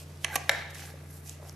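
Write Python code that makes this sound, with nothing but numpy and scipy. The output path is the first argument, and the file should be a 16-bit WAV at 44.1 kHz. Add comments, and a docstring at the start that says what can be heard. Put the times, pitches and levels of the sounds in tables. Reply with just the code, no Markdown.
"""Spoon against a glass jar of sauce

A metal spoon knocks three times on a hand-held jar (noise cracks and decaying modes), scrapes its wall
(dense slips ringing the same modes, brief squeaks) and slides through thick sauce (fine shaped grains).
Wet ticks and plops are short sine pulses; the squelch is clicks through a resonator. A hard-walled room
(decaying noise taps) answers the contacts over an appliance hum of drifting sines and faint hiss.
"""
import sys
import numpy as np
from scipy import signal
from scipy.fft import rfft, irfft
from scipy.io import wavfile
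from scipy.ndimage import uniform_filter1d

SR = 44100
rng = np.random.default_rng(int(sys.argv[2]) if len(sys.argv) > 2 else 0)


def voltage_ratio(decibels):
    """Convert decibels (scalar or array-like) to amplitude ratios, 20 dB per decade."""
    exponent = np.asarray(decibels, float) / 20
    return 10 ** exponent


def log_audio(samples):
    """Write samples as a 16-bit WAV file to the path given in sys.argv[1]."""
    # one column per channel
    frames = np.atleast_2d(samples).T
    # limit to full scale, then quantise
    limited = np.clip(frames, -1, 1)
    pcm = np.round(limited * 32767).astype(np.int16)
    wavfile.write(sys.argv[1], SR, pcm)


N = 68355

# Room air and microphone hiss. Each row: frequency in Hz, density in dB per Hz.
AIR_SPECTRUM = [(20, -92), (60, -89.5), (120, -77.5), (170, -79.5), (250, -83.5), (400, -84), (700, -89.5),
                (1100, -93), (2000, -94), (3200, -101), (5000, -102), (8000, -104), (13500, -105),
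                (13900, -130), (16000, -150)]
# Likeness of the hiss left and right. Each row: frequency in Hz, correlation from 0 to 1.
AIR_LIKENESS = [(30, .99), (200, 0.96), (1000, 0.3), (4000, 0.18), (12000, 0.13)]
# Appliance hum, two motors with overtones. Each row: frequency in Hz, level in dB rms,
# size of each drift sine in Hz.
HUM_TONES = [(85.3, -47.5, 0.074), (168.8, -61.5, 0.36), (257.5, -69.5, 1.78), (350.6, -67, 0.43),
             (145.7, -50, 0.62), (284, -67, 1.26), (447.7, -66.5, 3.7)]
# Room decay. Each row: frequency in Hz, T60 in seconds.
ROOM_T60 = [(300, 0.33), (1000, 0.72), (2000, 0.68), (4000, 0.73), (8000, 0.24), (13000, 0.098)]
# Room spectrum before normalising. Each row: frequency in Hz, relative level in dB.
ROOM_SPECTRUM = [(300, 9.5), (1000, 2.7), (2000, 3.1), (4000, -2), (8000, 5), (13400, -1), (13900, -35)]
ROOM_DB, ROOM_BUILD_S, ROOM_LIKENESS = -13, 0.019, 0.56
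# Dull squelch of the sauce. Each row: time in seconds, level in dB.
SQUELCH_LEVEL = [(0, -60.5), (.35, -63), (.38, -50), (.45, -55.5), (.55, -49), (.68, -65), (.74, -59),
                 (.8, -60), (.85, -74), (.93, -77), (.95, -53), (.99, -64), (1.04, -58), (1.1, -75),
                 (1.385, -65), (1.41, -56), (1.48, -53.5), (1.55, -68)]
SQUELCH_HZ, SQUELCH_PASS_WIDTH_HZ = 600, 710  # width of each of two passes
# Spoon sliding through sauce. Each row: time in seconds, gain in dB, tilt in dB per octave.
SLIDE_STROKE = [(0, -49, 0), (.06, -61, -2.5), (.2, -61, -2), (.24, -50, -1), (.27, -69, 0.1),
                (0.346, -44, 6), (.4, -53.5, -6), (.49, -56.5, -0.5), (.52, -49.5, 0.5), (.6, -53.5, -8),
                (.69, -64, -10), (.706, -52, -2), (.73, -65, 1), (0.75, -46, -3), (.78, -49, -1.5),
                (0.822, -46.5, -3.5), (.9, -52, 2), (0.958, -61.5, -3.5), (1.08, -64, 3),
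                (1.12, -55.5, 6.5), (1.18, -56, 6), (1.22, -67, 9), (1.277, -46, 0.7), (1.34, -54.5, -1),
                (1.382, -66.5, -3), (1.491, -53, 1), (1.55, -75, 7)]
# Slide spectrum before tilting. Each row: frequency in Hz, relative level in dB.
SLIDE_SPECTRUM = [(1000, -36), (2500, -0.5), (4000, -2), (6200, 1), (7000, -1.5), (8000, 0), (9500, -3.5),
                  (11000, 1), (12500, -3), (13500, -1.5), (13900, -39), (16000, -47)]
SLIDE_PAN_DB, SLIDE_GRAINS_PER_S, SLIDE_GRAIN_SPREAD_DB = -2, 5800, 2
SLIDE_PATCHY_DB_RMS, SLIDE_PULSING_DB_RMS = 1.5, 1.5
# Wet ticks of the sauce. Each row: start in seconds, envelope peak in dB, frequency in Hz,
# left-right difference in dB.
WET_TICKS = [(.174, -44, 5580, -1), (.2263, -40, 9100, -3.5), (.343, -27, 8600, -1),
             (.5178, -27.5, 9200, -3), (.7045, -40.5, 5570, 1), (.748, -33.5, 6300, -7),
             (1.2735, -44, 8200, -0.5), (1.2953, -23, 7000, -6.5), (1.3385, -59, 7100, -1.5),
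             (1.478, -42, 10000, 3), (1.4955, -29.5, 5700, -4), (1.527, -40, 10400, -7)]
# Soft plops as lumps of sauce let go. Each row: start in seconds, envelope peak in dB, frequency in Hz,
# left-right difference in dB.
SOFT_PLOPS = [(.755, -34, 1870, -3), (.821, -37.5, 1670, -6), (.838, -40.5, 800, 0), (.9395, -41, 548, 2),
              (1.035, -47, 640, 2), (1.399, -44, 600, -1.5), (1.426, -43.5, 620, -.4), (1.474, -48, 680, 7)]
TICK_CYCLES_TO_PEAK = 0.99
# Dragging edge locked onto one mode. Each row: start in seconds, length in seconds,
# level in dB before doubling, frequency in Hz.
SQUEAK_TONES = [(0.298, 0.041, -46.5, 831), (.3, 0.034, -47.5, 2010), (0.327, .026, -41, 1606),
                (.328, 0.036, -49, 2380)]
SQUEAK_WOBBLE_RMS, SQUEAK_FLUTTER_DB_RMS = 0.035, 4.8  # wobble as a share of the pitch
# Spoon edge dragging on glass. Each row: time in seconds, drive level in dB.
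SCRAPE_LEVEL = [(.23, -98), (.24, -47.5), (.25, -52.5), (.295, -52.5), (.312, -54), (.325, -50),
                (.336, -46), (.352, -39.5), (.362, -80), (.5, -82), (.525, -44.5), (.6, -48.5), (.735, -75),
                (.755, -50.5), (.78, -64), (.822, -54.5), (.85, -60), (.88, -57.5), (.9, -57), (.93, -70)]
SCRAPE_SLIPS_PER_S, SCRAPE_SLIP_SPREAD_DB, SCRAPE_CUTOFF_HZ = 1600, 4.45, 5200
# Modes of the sauce-damped jar and spoon. Each row: frequency in Hz, T60 in seconds before damping,
# level in dB from spot 0, from spot 1, from spot 2, from the dragged edge.
JAR_MODES = [(269, 0.027, -22, -12, -61, -42), (549.4, .08, -29, -14, -11, -11.5),
             (680, 0.04, -11, -8.5, -8.5, -38), (800, 0.054, -30, -3, -11.5, 0),
             (988, 0.035, -11, -16, -12.5, -18), (1141, .05, -10.5, -2.5, -21, -4),
             (1382, 0.089, -43, -38, -14.5, -10.5), (1633, 0.032, -6, -8, -13, 6),
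             (1720, 0.017, 3, -16, 3.5, 6.5), (1884, 0.028, -6, -2, -10, 4.5),
             (2016, 0.043, -2, -15, -6, 2), (2302, 0.047, -4.5, -9, -5.5, -2.5),
             (2593, .025, 0.5, -3, -11, -2), (3050, 0.0083, 2.5, -2, -14, 3), (3773, 0.018, -26, -11, 1, 0),
             (4272, 0.031, -11, -6, -12, -4.5), (5685, 0.032, -15, -9.5, -12.5, -3.5),
             (6300, 0.0083, 4.5, -23, -37, -28), (9400, 0.0073, -4.5, 2.5, -24, -14),
             (10700, 0.016, -3, -19, -28, -9), (11300, 0.014, -9, 3.5, -11.5, 5)]
CONTACT_MS = 0.25  # rise of the ring
PARTNER_DB = -13  # against its mode
STRUCK_DAMPING, DRAG_DAMPING = 0.97, 0.43  # factors on T60; the pressing edge shortens the ring
# Broadband crack as metal meets glass, one list per spot. Each row: frequency in Hz, relative level in dB.
CRACK_SPECTRA = [
    [(600, -60), (1200, -30), (2600, 10.5), (4500, -1), (6200, 1), (8000, 1), (10800, 2), (13500, -19),
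     (16000, -20)],
    [(600, -60), (1200, -25), (2600, 6.5), (4500, -9.5), (6500, 8), (8000, -8), (11200, 5.5), (13500, 3.5),
     (16000, -1.5)],
    [(600, -57), (1200, -7.5), (2400, -3), (3800, -11.5), (4700, -14.5), (8000, -14.5), (11300, -19.5),
     (13500, -25), (16000, -36)],
]
# Crack decay below the split. Each entry: T60 in seconds of one spot.
CRACK_LOW_T60 = [0.03, 0.054, 0.022]
# Crack decay above the split. Each entry: T60 in seconds of one spot.
CRACK_HIGH_T60 = [0.019, 0.012, 0.013]
# Crack gain against the ring. Each entry: gain in dB of one spot.
CRACK_GAIN = [-2.5, -2, -2]
CRACK_SPLIT_HZ, CRACK_APART, CRACK_UNEVEN_DB_RMS = 5600, 0.5, 4.5  # apart: noise opposed left and right
# Spoon knocks. Each row: start in seconds, gain in dB, chatter length in ms, left-right difference in dB,
# room send in dB against the knock, index of the spot struck.
SPOON_KNOCKS = [(0.2454, -24, .6, -4.5, -2, 0), (0.3555, -21, 5, -2.5, -1.5, 1),
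                (0.4937, -14.5, 0.21, -1, 1.5, 2)]
BODY_LAG = 0.2975  # share of the chatter that passes before the ring starts
# Top-end roll-off of the finished mix. Each row: frequency in Hz, gain in dB.
TOP_ROLL_OFF = [(13400, -1), (14000, -14), (16000, -31), (16600, -60)]


def read(points, hz):
    """Interpolates a table over log frequency."""
    f, value = np.transpose(points)
    return np.interp(np.log(hz + 1), np.log(f + 1), value)


def level(curve):
    """Gain over time from a dB curve."""
    s, db = np.transpose(curve)
    return voltage_ratio(np.interp(np.arange(N) / SR, s, db))


def evened(x):
    """Scales to rms 1."""
    return x / np.sqrt(np.mean(x ** 2) + 1e-20)


def smoothed_noise(shape, size):
    """Moving average of noise along the last axis, at rms 1."""
    return evened(uniform_filter1d(rng.standard_normal(shape), size=size))


def coloured(x, points):
    """Filters by a dB spectrum."""
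    gain = voltage_ratio(read(points, np.fft.rfftfreq(x.shape[-1], 1 / SR)))
    return irfft(rfft(x) * gain, x.shape[-1])


def panned(x, pan_db):
    """Sets the left-right level difference."""
    return x * voltage_ratio(np.array([[pan_db / 2], [-pan_db / 2]]))


def grit(per_s, spread_db):
    """Random clicks of either sign, a few large."""
    size_db = spread_db * np.minimum(rng.exponential(1, N), 5)
    size = voltage_ratio(size_db) * rng.choice([-1., 1.], N)
    return size * (rng.random(N) < per_s / SR)


def air():
    """Room air and microphone hiss: shaped noise, alike in the bass and apart in the treble."""
    a, b = rfft(rng.standard_normal((2, N)))
    hz = np.fft.rfftfreq(N, 1 / SR)
    same = np.clip(read(AIR_LIKENESS, hz), 0, 1)
    mid, side = a * np.sqrt((1 + same) / 2), b * np.sqrt((1 - same) / 2)
    gain = voltage_ratio(read(AIR_SPECTRUM, hz)) * np.sqrt(SR / 2)
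    return irfft(np.array([mid + side, mid - side]) * gain, N)


def hum():
    """Motor hum: steady sines, each pitch drifting by three slow sines."""
    t, out = np.arange(N) / SR, 0
    for hz, db, wobble_hz in HUM_TONES:
        p = rng.random(4)
        drift = sum(np.sin(2 * np.pi * (f * t + q)) for f, q in zip((1.3, 3.1, 6.7), p))
        cycles = np.cumsum(hz + wobble_hz * drift) / SR + p[3]
        out = out + np.sqrt(2) * voltage_ratio(db) * np.sin(2 * np.pi * cycles)
    return out


def room(x):
    """Reflections from the walls: noise taps that build up, then decay at a rate set by frequency."""
    a, b = rng.standard_normal((2, SR))
    mid, side = a * np.sqrt(1 + ROOM_LIKENESS), b * np.sqrt(1 - ROOM_LIKENESS)
    hz, t, z = signal.stft(np.array([mid + side, mid - side]), SR, nperseg=256)
    z = z * voltage_ratio(read(ROOM_SPECTRUM, hz)[:, None] - 60 * t / read(ROOM_T60, hz)[:, None])
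    build = np.minimum(np.arange(SR) / SR / ROOM_BUILD_S, 1) ** 2
    tail = signal.istft(z, SR, nperseg=256)[1][:, :SR] * build
    tail = tail / np.linalg.norm(tail[0])
    return voltage_ratio(ROOM_DB) * signal.fftconvolve(x[None], tail, axes=1)[:, :N]


def squelch():
    """Low lumps ringing the air in the jar: clicks through a resonator twice."""
    b, a = signal.iirpeak(SQUELCH_HZ, SQUELCH_HZ / SQUELCH_PASS_WIDTH_HZ, fs=SR)
    once = signal.lfilter(b, a, grit(900, 3.2))
    return evened(signal.lfilter(b, a, once)) * level(SQUELCH_LEVEL)


def slide():
    """Rubbing in sauce: dense grains and noise whose level and tilt follow the stroke, uneven in patches."""
    grains = grit(SLIDE_GRAINS_PER_S, SLIDE_GRAIN_SPREAD_DB)
    both = grains + 0.84 * grains.std() * rng.standard_normal((2, N))
    hz, t, z = signal.stft(evened(coloured(both, SLIDE_SPECTRUM)), SR, nperseg=256)
    s, db, tilt = np.transpose(SLIDE_STROKE)
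    octaves = np.log2((hz[:, None] + 100) / 7000)
    patches = uniform_filter1d(rng.standard_normal(z.shape[1:]), size=4, axis=0)
    patches = evened(uniform_filter1d(patches, size=8, axis=1))
    pulsing = smoothed_noise(len(t), 3)
    uneven_db = SLIDE_PATCHY_DB_RMS * patches + SLIDE_PULSING_DB_RMS * pulsing
    z = z * voltage_ratio(octaves * np.interp(t, s, tilt) + uneven_db)
    rubbing = signal.istft(z, SR, nperseg=256)[1][:, :N]
    return panned(rubbing * level(np.transpose([s, db])), SLIDE_PAN_DB)


def ticks():
    """Wet ticks and plops: sine pulses with a soft start and a fast decay."""
    out, n = np.zeros((2, N + 1500)), np.arange(1500)
    for s, db, hz, pan_db in WET_TICKS + SOFT_PLOPS:
        at = round(s * SR)
        u = n / SR * hz / TICK_CYCLES_TO_PEAK
        pulse = u * np.exp(1 - u) * np.sin(2 * np.pi * hz * n / SR)
        out[:, at:at + 1500] += panned(voltage_ratio(db) * pulse, pan_db)
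    return out[:, :N]


def squeaks():
    """The edge locks onto a mode: brief wavering sines that swell and fade."""
    out = np.zeros(N)
    t = np.arange(3000) / SR
    for s, length_s, db, hz in SQUEAK_TONES:
        at = round(s * SR)
        wobble, flutter = smoothed_noise((2, 3000), 150)
        swell = np.sin(np.pi * np.clip(t / length_s, 0, 1)) * voltage_ratio(db + SQUEAK_FLUTTER_DB_RMS * flutter)
        cycles = np.cumsum(hz * (1 + SQUEAK_WOBBLE_RMS * wobble)) / SR
        out[at:at + 3000] += 2 * swell * np.sin(2 * np.pi * cycles)
    return panned(out, -3.5)


def scrape():
    """Stick-slip on glass: dense dulled slips ring the jar modes."""
    slips = grit(SCRAPE_SLIPS_PER_S, SCRAPE_SLIP_SPREAD_DB)
    slips = signal.lfilter(*signal.butter(2, SCRAPE_CUTOFF_HZ, fs=SR), slips)
    jar = ring(spot=len(SPOON_KNOCKS), damping=DRAG_DAMPING)  # last level column
    drive = evened(slips) * level(SCRAPE_LEVEL)
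    return panned(signal.oaconvolve(drive, jar / np.linalg.norm(jar))[:N], -1.5)


def ring(spot, damping=STRUCK_DAMPING):
    """Jar impulse response: decaying modes, each thickened by a weaker partner at a random nearby pitch."""
    t, out = np.arange(5000) / SR, 0
    for k, row in enumerate(JAR_MODES):
        hz, t60_s, db = row[0], row[1] * damping, row[2 + int(spot)]
        partner_hz = hz * (1 + rng.uniform(-0.07946, 0.058))
        pair = np.sin(2 * np.pi * hz * t) + voltage_ratio(PARTNER_DB) * np.sin(2 * np.pi * partner_hz * t)
        out = out + (-1) ** k * voltage_ratio(db - 60 * t / t60_s) * pair
    return np.minimum(t * 1000 / CONTACT_MS, 1) * out


def crack(spot, chatter_ms):
    """Metal meets glass: uneven noise held for the chatter, then decaying, the treble faster."""
    spot = int(spot)
    a, b, c = rng.standard_normal((3, 2048))
    noise = np.array([a + CRACK_APART * b, a - CRACK_APART * b])
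    burst = evened(coloured(noise, CRACK_SPECTRA[spot]))
    low = signal.filtfilt(*signal.butter(2, CRACK_SPLIT_HZ, fs=SR), burst)
    after_s = np.maximum(np.arange(2048) / SR - chatter_ms / 1000, 0)
    dying = low * voltage_ratio(-60 * after_s / CRACK_LOW_T60[spot])
    dying = dying + (burst - low) * voltage_ratio(-60 * after_s / CRACK_HIGH_T60[spot])
    uneven_db = CRACK_UNEVEN_DB_RMS * evened(uniform_filter1d(c, size=30))
    return signal.lfilter(*signal.butter(2, 900, "high", fs=SR), voltage_ratio(CRACK_GAIN[spot] + uneven_db) * dying)


def knocks():
    """Each knock is a crack at first touch, then the jar ring; returns the near sound and the room send."""
    out = np.zeros((3, N))
    for s, db, chatter_ms, pan_db, room_db, spot in SPOON_KNOCKS:
        at, lag = round(s * SR), round(BODY_LAG * chatter_ms / 1000 * SR)
        sound = np.zeros((2, 6000))
        sound[:, :2048] += crack(spot, chatter_ms)
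        sound[:, lag:lag + 5000] += ring(spot)
        out[:2, at:at + 6000] += panned(voltage_ratio(db) * sound, pan_db)
        out[2, at:at + 6000] += voltage_ratio(db + room_db) * sound.mean(0)
    out = signal.lfilter(*signal.butter(2, 200, "high", fs=SR), out)
    return out[:2], out[2]


def scene():
    """Sums the contacts, their room answer, the sauce and the background."""
    hits, send = knocks()
    small = scrape() + squeaks() + ticks()
    return hits + small + room(send + small.mean(0)) + slide() + squelch() + hum() + air()


def band_limit(x):
    """A steep low-pass at the top of the band."""
    return signal.sosfilt(signal.butter(12, 15590, fs=SR, output="sos"), x)


def record(dry):
    """Rolls off the top end steeply and finishes the mix."""
    mix = coloured(dry, TOP_ROLL_OFF)
    return band_limit(mix)


dry = scene()
out = record(dry)
log_audio(out)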